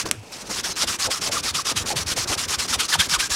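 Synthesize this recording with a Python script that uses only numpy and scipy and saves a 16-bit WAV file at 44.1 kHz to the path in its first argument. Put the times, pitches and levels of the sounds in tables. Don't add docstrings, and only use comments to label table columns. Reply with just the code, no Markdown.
import sys
import numpy as np
from scipy import signal
from scipy.fft import rfft, irfft
from scipy.io import wavfile
from scipy.ndimage import uniform_filter1d

SR = 44100
rng = np.random.default_rng(int(sys.argv[2]) if len(sys.argv) > 2 else 0)


def nominal_scale(level):
    x = np.asarray(level, float) / 20
    return 10 ** x


def unload_wav(signal):
    wavfile.write(
        sys.argv[1],
        SR,
        np.round(np.clip(np.atleast_2d(signal).T, -1, 1) * 32767).astype(np.int16),
    )


N = 147735
T_S = np.arange(N) / SR

# frequency in Hz, level in dB per Hz.
FLOOR_SPECTRUM = [(15, -30), (60, -6), (256, -2), (560, -16), (1190, -29), (2550, -6), (6920, -42),
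                  (16000, -39)]

# centre in seconds, half width in seconds, level in dB.
SCUFFS = [
    (.37, 0.12, -45.5),
    (0.5, 0.0081, -40),
    (0.839, 0.0072, -30),
    (1.084, 0.02, -31.5),
    (1.31, 0.051, -37),
    (1.718, 0.0064, -33.5),
    (1.931, 0.04, -34),
    (2.179, 0.0045, -29),
    (2.32, 0.034, -33.5),
]
# frequency in Hz, level in dB per Hz.
SCUFF_SPECTRUM = [(120, -5), (250, 1.5), (550, 3.5), (900, 2), (1600, -32), (4000, -60)]
# centre in seconds, level in dB, frequency in Hz.
SQUEAKS = [
    (.747, -43, 4070),
]

# frequency in Hz, level in dB per Hz.
RUB_SPECTRUM = [(15, -40), (30, -8.5), (70, -2), (200, -3.5), (450, -4.5), (800, -13), (1600, -12.5),
                (4000, -40)]
# time in seconds, rub level in dB.
ARM_EFFORT = [(0, -41.5), (.12, -39.5), (.2, -55), (.3, -50.5), (.5, -42), (1.5, -42.5), (1.9, -40),
              (2.35, -40), (2.6, -39.5), (3.35, -42.5)]
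# centre in seconds, level in dB, frequency in Hz.
JOLTS = [(0.074, -36.5, 222), (0.116, -38, 253), (0.172, -36.5, 113), (0.501, -39, 210), (0.621, -49, 95),
         (.82, -44, 65), (.865, -36, 65), (1.085, -36, 86.0), (1.301, -36, 107), (1.523, -36, 86.0),
         (1.56, -37, 171), (1.737, -38, 109), (1.755, -37, 190), (1.777, -32, 103), (1.818, -33, 90),
         (1.862, -42, 216), (1.876, -44, 80), (1.999, -35.5, 175), (1.965, -29, 139), (2.023, -33, 98),
         (2.069, -30.5, 86.0), (2.196, -31, 113), (2.235, -38, 85.6), (2.302, -30, 98.3), (2.374, -37, 90),
         (2.491, -36, 79.6), (2.589, -33.5, 66), (2.725, -36, 248.0), (2.775, -33.5, 75.6),
         (2.971, -33.5, 151), (2.992, -26, 89), (2.996, -32, 186), (3.13, -35.5, 157), (3.185, -31, 52.3),
         (3.319, -34, 70.6)]

# start in seconds, peak in dB, frequency in Hz.
PATS = [
    (.0548, -27.5, 205),
    (0.0624, -26.5, 1100),
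    (0.071, -25.5, 435),
    (1.296, -21, 574),
    (1.905, -20.5, 750),
    (2.167, -30, 635),
]
# start in seconds, peak in dB, frequency in Hz.
TICKS = [
    (.089, -27, 9000),
    (.284, -33, 5000),
    (0.323, -25, 2500),
    (.3235, -26, 12000),
    (.757, -18, 6000),
    (1.203, -26, 6000),
    (1.464, -7, 5000),
    (1.694, -16, 1220),
]
# frequency in Hz, level in dB, T60 in seconds.
SNAP_MODES = [(2850, 5, 0.0017), (6000, -2.5, 0.008), (8400, 3, 0.0034), (10000, -2, 0.0023)]

# centre in seconds, level in dB, thread rate in Hz, sag in Hz per ms.
ZIPS = [(.652, -35.5, 1612, -19), (.668, -36, 760, -16), (0.829, -34, 1410, -5.5), (1.06, -33, 1430, 18.5),
        (1.158, -33, 1250, 1.5), (1.372, -29.5, 1230, 8.5), (1.487, -35, 1270, 6), (1.593, -30, 1196, 14),
        (1.703, -31, 1250, 7), (1.92, -31.5, 770, 9.5), (2.332, -38, 1310, 12), (2.536, -39, 1326, 14),
        (2.737, -26, 1330, 17), (2.756, -31, 820, 31), (2.815, -30, 1410, 4.5), (2.935, -24, 1620, 19.5),
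        (2.938, -23, 3200, 26.5), (2.952, -22.5, 1020, 33.5), (3.003, -23, 3500, 29),
        (3.011, -26.5, 3250, 14), (3.019, -25, 1600, -10.5), (3.146, -23.5, 1480, 11.5),
        (3.162, -31.5, 1200, 18.5), (3.229, -29, 1570, -2.5), (3.33, -33.5, 1666, 1.5)]

# start in seconds, length in seconds, rasp level in dB, surge level at the tip in dB.
STROKES = [(0.494, 0.12, -28, -32.5), (0.637, 0.093, -27.5, -32), (0.762, 0.088, -24.5, -25.5),
           (0.873, 0.093, -25, -29), (0.99, 0.086, -23.0, -32.5), (1.104, 0.088, -25.5, -31),
           (1.211, 0.083, -24.5, -39), (1.316, 0.093, -24, -31.5), (1.431, 0.083, -24.5, -39),
           (1.542, 0.082, -25.5, -27.5), (1.65, 0.076, -24.0, -29), (1.761, 0.073, -26.5, -24.5),
           (1.858, 0.075, -24.5, -43), (1.96, 0.076, -25, -28.5), (2.065, 0.075, -25, -27.5),
           (2.163, 0.085, -24, -35), (2.275, 0.08, -24, -31), (2.378, 0.082, -24.5, -30.5),
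           (2.481, 0.079, -24.5, -28.0), (2.587, 0.08, -26.0, -27), (2.681, 0.082, -24.0, -24),
           (2.791, 0.077, -26, -22), (2.884, 0.08, -22.5, -22), (2.991, 0.083, -25.5, -19.5),
           (3.089, 0.079, -23.0, -22.5), (3.19, 0.088, -25.5, -24), (3.299, 0.09, -21.5, -29)]
# start in seconds, length in seconds, level in dB, slope in dB.
SHUFFLES = [
    (-.03, 0.067, -24, -13),
    (0.055, 0.025, -29, 6),
    (0.087, 0.017, -38, -8),
    (0.115, 0.0074, -24.5, -17),
    (0.118, 0.094, -51, 3),
    (0.213, 0.15, -47.5, 9),
    (0.319, 0.069, -38, 7),
    (0.382, 0.05, -36.5, 10),
    (0.434, 0.054, -42, 22),
]
# frequency in Hz, level in dB per Hz.
RASP_SPECTRUM = [(180, -67), (300, -44), (425, -19.5), (1140, 0), (1580, -3.5), (3290, -2.5), (5430, 1.5),
                 (9550, -6.5), (16000, -25)]
# frequency in Hz, level in dB per Hz.
TIP_SPECTRUM = [(180, -51), (300, -16), (565, -19), (1230, -5.5), (2140, -5.5), (3520, 0), (4020, -4.5),
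                (10400, -10.5), (16000, -34)]


def evened(x):
    return x / np.sqrt(np.mean(x ** 2) + 1e-20)


def bell(t, wide):
    return np.exp(-.5 * (t / wide) ** 2)


def coloured(x, points):
    f, db = np.transpose(points)
    hz = np.fft.rfftfreq(len(x), 1 / SR)
    gain = nominal_scale(np.interp(np.log(hz + 1), np.log(f + 1), db))
    return evened(irfft(rfft(x) * gain, len(x)))


def resonate(x, hz, width_hz):
    turn = np.exp(2j * np.pi * np.cumsum(hz * np.ones(len(x))) / SR)
    r = np.exp(-np.pi * width_hz / SR)
    return 2 * (turn * signal.lfilter([1 - r], [1, -r], x / turn)).real


def add(mix, start_s, sound):
    part = mix[max(round(start_s * SR), 0):][:len(sound)]
    part += sound[:len(part)]


def drift(seconds):
    size = round(seconds * SR)
    return evened(uniform_filter1d(uniform_filter1d(rng.standard_normal(N), size), size))


def patchy(x):
    patch_db = 1.6
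    z = signal.stft(x, nperseg=256, noverlap=192)[2]
    field = uniform_filter1d(rng.standard_normal(z.shape[::-1]), size=10, axis=0)
    field = uniform_filter1d(field, size=4, axis=1)
    z = z * nominal_scale(patch_db * evened(field).T)
    return evened(signal.istft(z, nperseg=256, noverlap=192)[1][:N])


def fibres():
    slips_per_s, spread_db = 30000, 0.77
    size = nominal_scale(spread_db * np.minimum(rng.exponential(1, N), 5))
    return size * rng.standard_normal(N) * (rng.random(N) < slips_per_s / SR)


def steady_floor():
    return nominal_scale(-50.5) * coloured(rng.standard_normal(N), FLOOR_SPECTRUM)


def workshop(x):
    wet_db, t60_s, dull_hz, gap_s = -20.5, 0.25, 3950, .003
    t = np.arange(SR // 2) / SR
    tail = signal.lfilter([1], [1, -np.exp(-2 * np.pi * dull_hz / SR)], rng.standard_normal(len(t)))
    tail = tail * nominal_scale(-60 * t / t60_s) * (t > gap_s)
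    return nominal_scale(wet_db) * signal.fftconvolve(x, tail / np.linalg.norm(tail))[:N]


def sleeve():
    effort = sum(nominal_scale(db) * bell(T_S - s, wide_s) for s, wide_s, db in SCUFFS)
    out = coloured(fibres(), SCUFF_SPECTRUM) * nominal_scale(drift(0.0016)) * effort

    noise = rng.standard_normal(N)
    for s, db, hz in SQUEAKS:
        out += nominal_scale(db) * bell(T_S - s, 0.013) * evened(resonate(noise, hz, 90))

    thud_s, thud_db, thud_hz, sag_hz_per_s = 0.145, -35, 130, 420
    t = np.arange(0, .09, 1 / SR)
    swell = np.sin(np.pi * (t / 0.095) ** 0.91)
    add(out, thud_s, nominal_scale(thud_db) * swell * np.sin(2 * np.pi * (thud_hz - sag_hz_per_s * t / 2) * t))
    return out


def jacket():
    cycles, sag, least_s = 0.5, 0.078, 0.0095
    s, db = np.transpose(ARM_EFFORT)
    rub_db = np.interp(T_S, s, db) + 0.5 + 3.37 * drift(0.015)
    out = coloured(rng.standard_normal(N), RUB_SPECTRUM) * nominal_scale(rub_db)

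    t = np.arange(-.06, .06, 1 / SR)
    for (s, db, hz), turn in zip(JOLTS, rng.random(len(JOLTS))):
        wide_s = max(cycles / hz, least_s)
        wave = np.sin(2 * np.pi * (turn + hz * t * (1 - sag * t / wide_s)))
        add(out, s - .06, nominal_scale(db + 1.0) * bell(t, wide_s) * wave)
    return out


def ring(t, hz, db, t60_s):
    return nominal_scale(db - 60 * t / t60_s) * np.sin(2 * np.pi * hz * t)


def taps():
    out, t = np.zeros(N), np.arange(3000) / SR
    for s, db, hz in PATS:
        add(out, s, ring(t, hz, db + 8.5, 0.011) * np.minimum(t / 0.00095, 1))
    for s, db, hz in TICKS:
        add(out, s, ring(t, hz, db, 9 / hz))

    snap_s, rise_s, end_s = .11274, .00012, .00075
    snap = sum(ring(t, *mode) for mode in SNAP_MODES)
    add(out, snap_s, snap * np.minimum(t / rise_s, 1) * np.exp(-(t / end_s) ** 3))
    return out


def weave():
    zip_s, even_share, width_hz = 0.014, .45, 200
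    rougher, brief_sag_hz_per_ms = 0.79, 31
    out, t = np.zeros(N), np.arange(-.05, .05, 1 / SR)
    for (s, db, hz, sag), noise in zip(ZIPS, rng.standard_normal((len(ZIPS), len(t)))):
        rate_hz = np.maximum(hz - 1e3 * sag * t, 200)
        jitter = 1 + 0.065 * evened(uniform_filter1d(noise, size=120))
        even = even_share * np.sqrt(2) * np.sin(2 * np.pi * np.cumsum(rate_hz * jitter) / SR)
        wide_hz = width_hz * nominal_scale(rougher * (db + 25.0))
        ragged = evened(resonate(resonate(noise, rate_hz, wide_hz), rate_hz, wide_hz))
        swell = bell(t * (1 + abs(sag) / brief_sag_hz_per_ms), zip_s)
        add(out, s - .05, nominal_scale(db) * swell * (even + ragged))
    return out


def shuffle(start_s, length_s, db, slope_db):
    rise_s, fall_s = 0.0071, 0.03
    first_s = max(start_s - .03, 0)
    t = first_s - start_s + np.arange(0, length_s + .07, 1 / SR)
    up = np.clip(t / rise_s + 0.49, 0, 1)
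    down = np.clip((length_s - t) / fall_s + 0.34, 0, 1)
    tilt_db = slope_db * (np.clip(t / length_s, 0, 1) - .5)
    return first_s, (np.sin(up * np.pi / 2) * np.sin(down * np.pi / 2)) ** 2 * nominal_scale(db + tilt_db)


def grip(start_s, length_s, db, slope_db, rise_s, fall_s):
    t = np.arange(-.015, length_s + .015, 1 / SR)
    edges_db = -8 * (np.exp(-t / rise_s) + np.exp((t - length_s) / fall_s))
    tilt_db = slope_db * (np.clip(t / length_s, 0, 1) - .5)
    return start_s - .015, nominal_scale(db + edges_db + tilt_db)


def cloth():
    out_tip_s, back_tip_s, tip_wide_s, tip_db = 0.022, 0.015, 0.01, 3.5
    speed, surge, near_tip = np.zeros((3, N))
    t = np.arange(-.05, .05, 1 / SR)
    for k, (start_s, length_s, db, surge_db) in enumerate(STROKES):
        if k % 2:
            pass_speed = grip(start_s, length_s, db, -5.5, .004, .0045)
            tip_s = start_s + back_tip_s
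        else:
            pass_speed = grip(start_s, length_s, db, 0, .0045, .0045)
            tip_s = start_s + length_s - out_tip_s
        add(speed, *pass_speed)
        add(near_tip, tip_s - .05, np.hanning(SR // 10))
        add(surge, tip_s - .05, nominal_scale(surge_db + tip_db) * bell(t, tip_wide_s))
    for row in SHUFFLES:
        add(speed, *shuffle(*row))

    fold_hz, fold_width_hz, fold_db, fold_sag = 5830, 1260, -16.5, 0.18
    rasp = patchy(coloured(fibres(), RASP_SPECTRUM))
    hz = fold_hz * (1 + 0.042 * drift(0.011) - fold_sag * near_tip)
    hollow = evened(resonate(rasp, hz, fold_width_hz))
    rasp = evened(rasp + nominal_scale(fold_db + 5.7 * drift(0.036)) * hollow)
    rasp = rasp * speed * nominal_scale(-0.38 + 1.17 * drift(0.003))
    tip = patchy(coloured(fibres(), TIP_SPECTRUM)) * surge * nominal_scale(0.48 * drift(0.0031))
    return rasp + tip


def scene():
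    near = cloth() + weave() + taps()
    return (near + workshop(near) + jacket() + steady_floor() + sleeve())[None]


def band_limit(x):
    return signal.sosfilt(signal.butter(12, 15930, fs=SR, output="sos"), x)


def record(dry):
    ceiling, top_hz = .97, 15950
    low_pass = signal.firwin(401, top_hz, window=("kaiser", 8), fs=SR)
    mix = signal.oaconvolve(np.clip(dry, -ceiling, ceiling), low_pass[None], "same")
    return band_limit(mix)


dry = scene()
out = record(dry)
unload_wav(out)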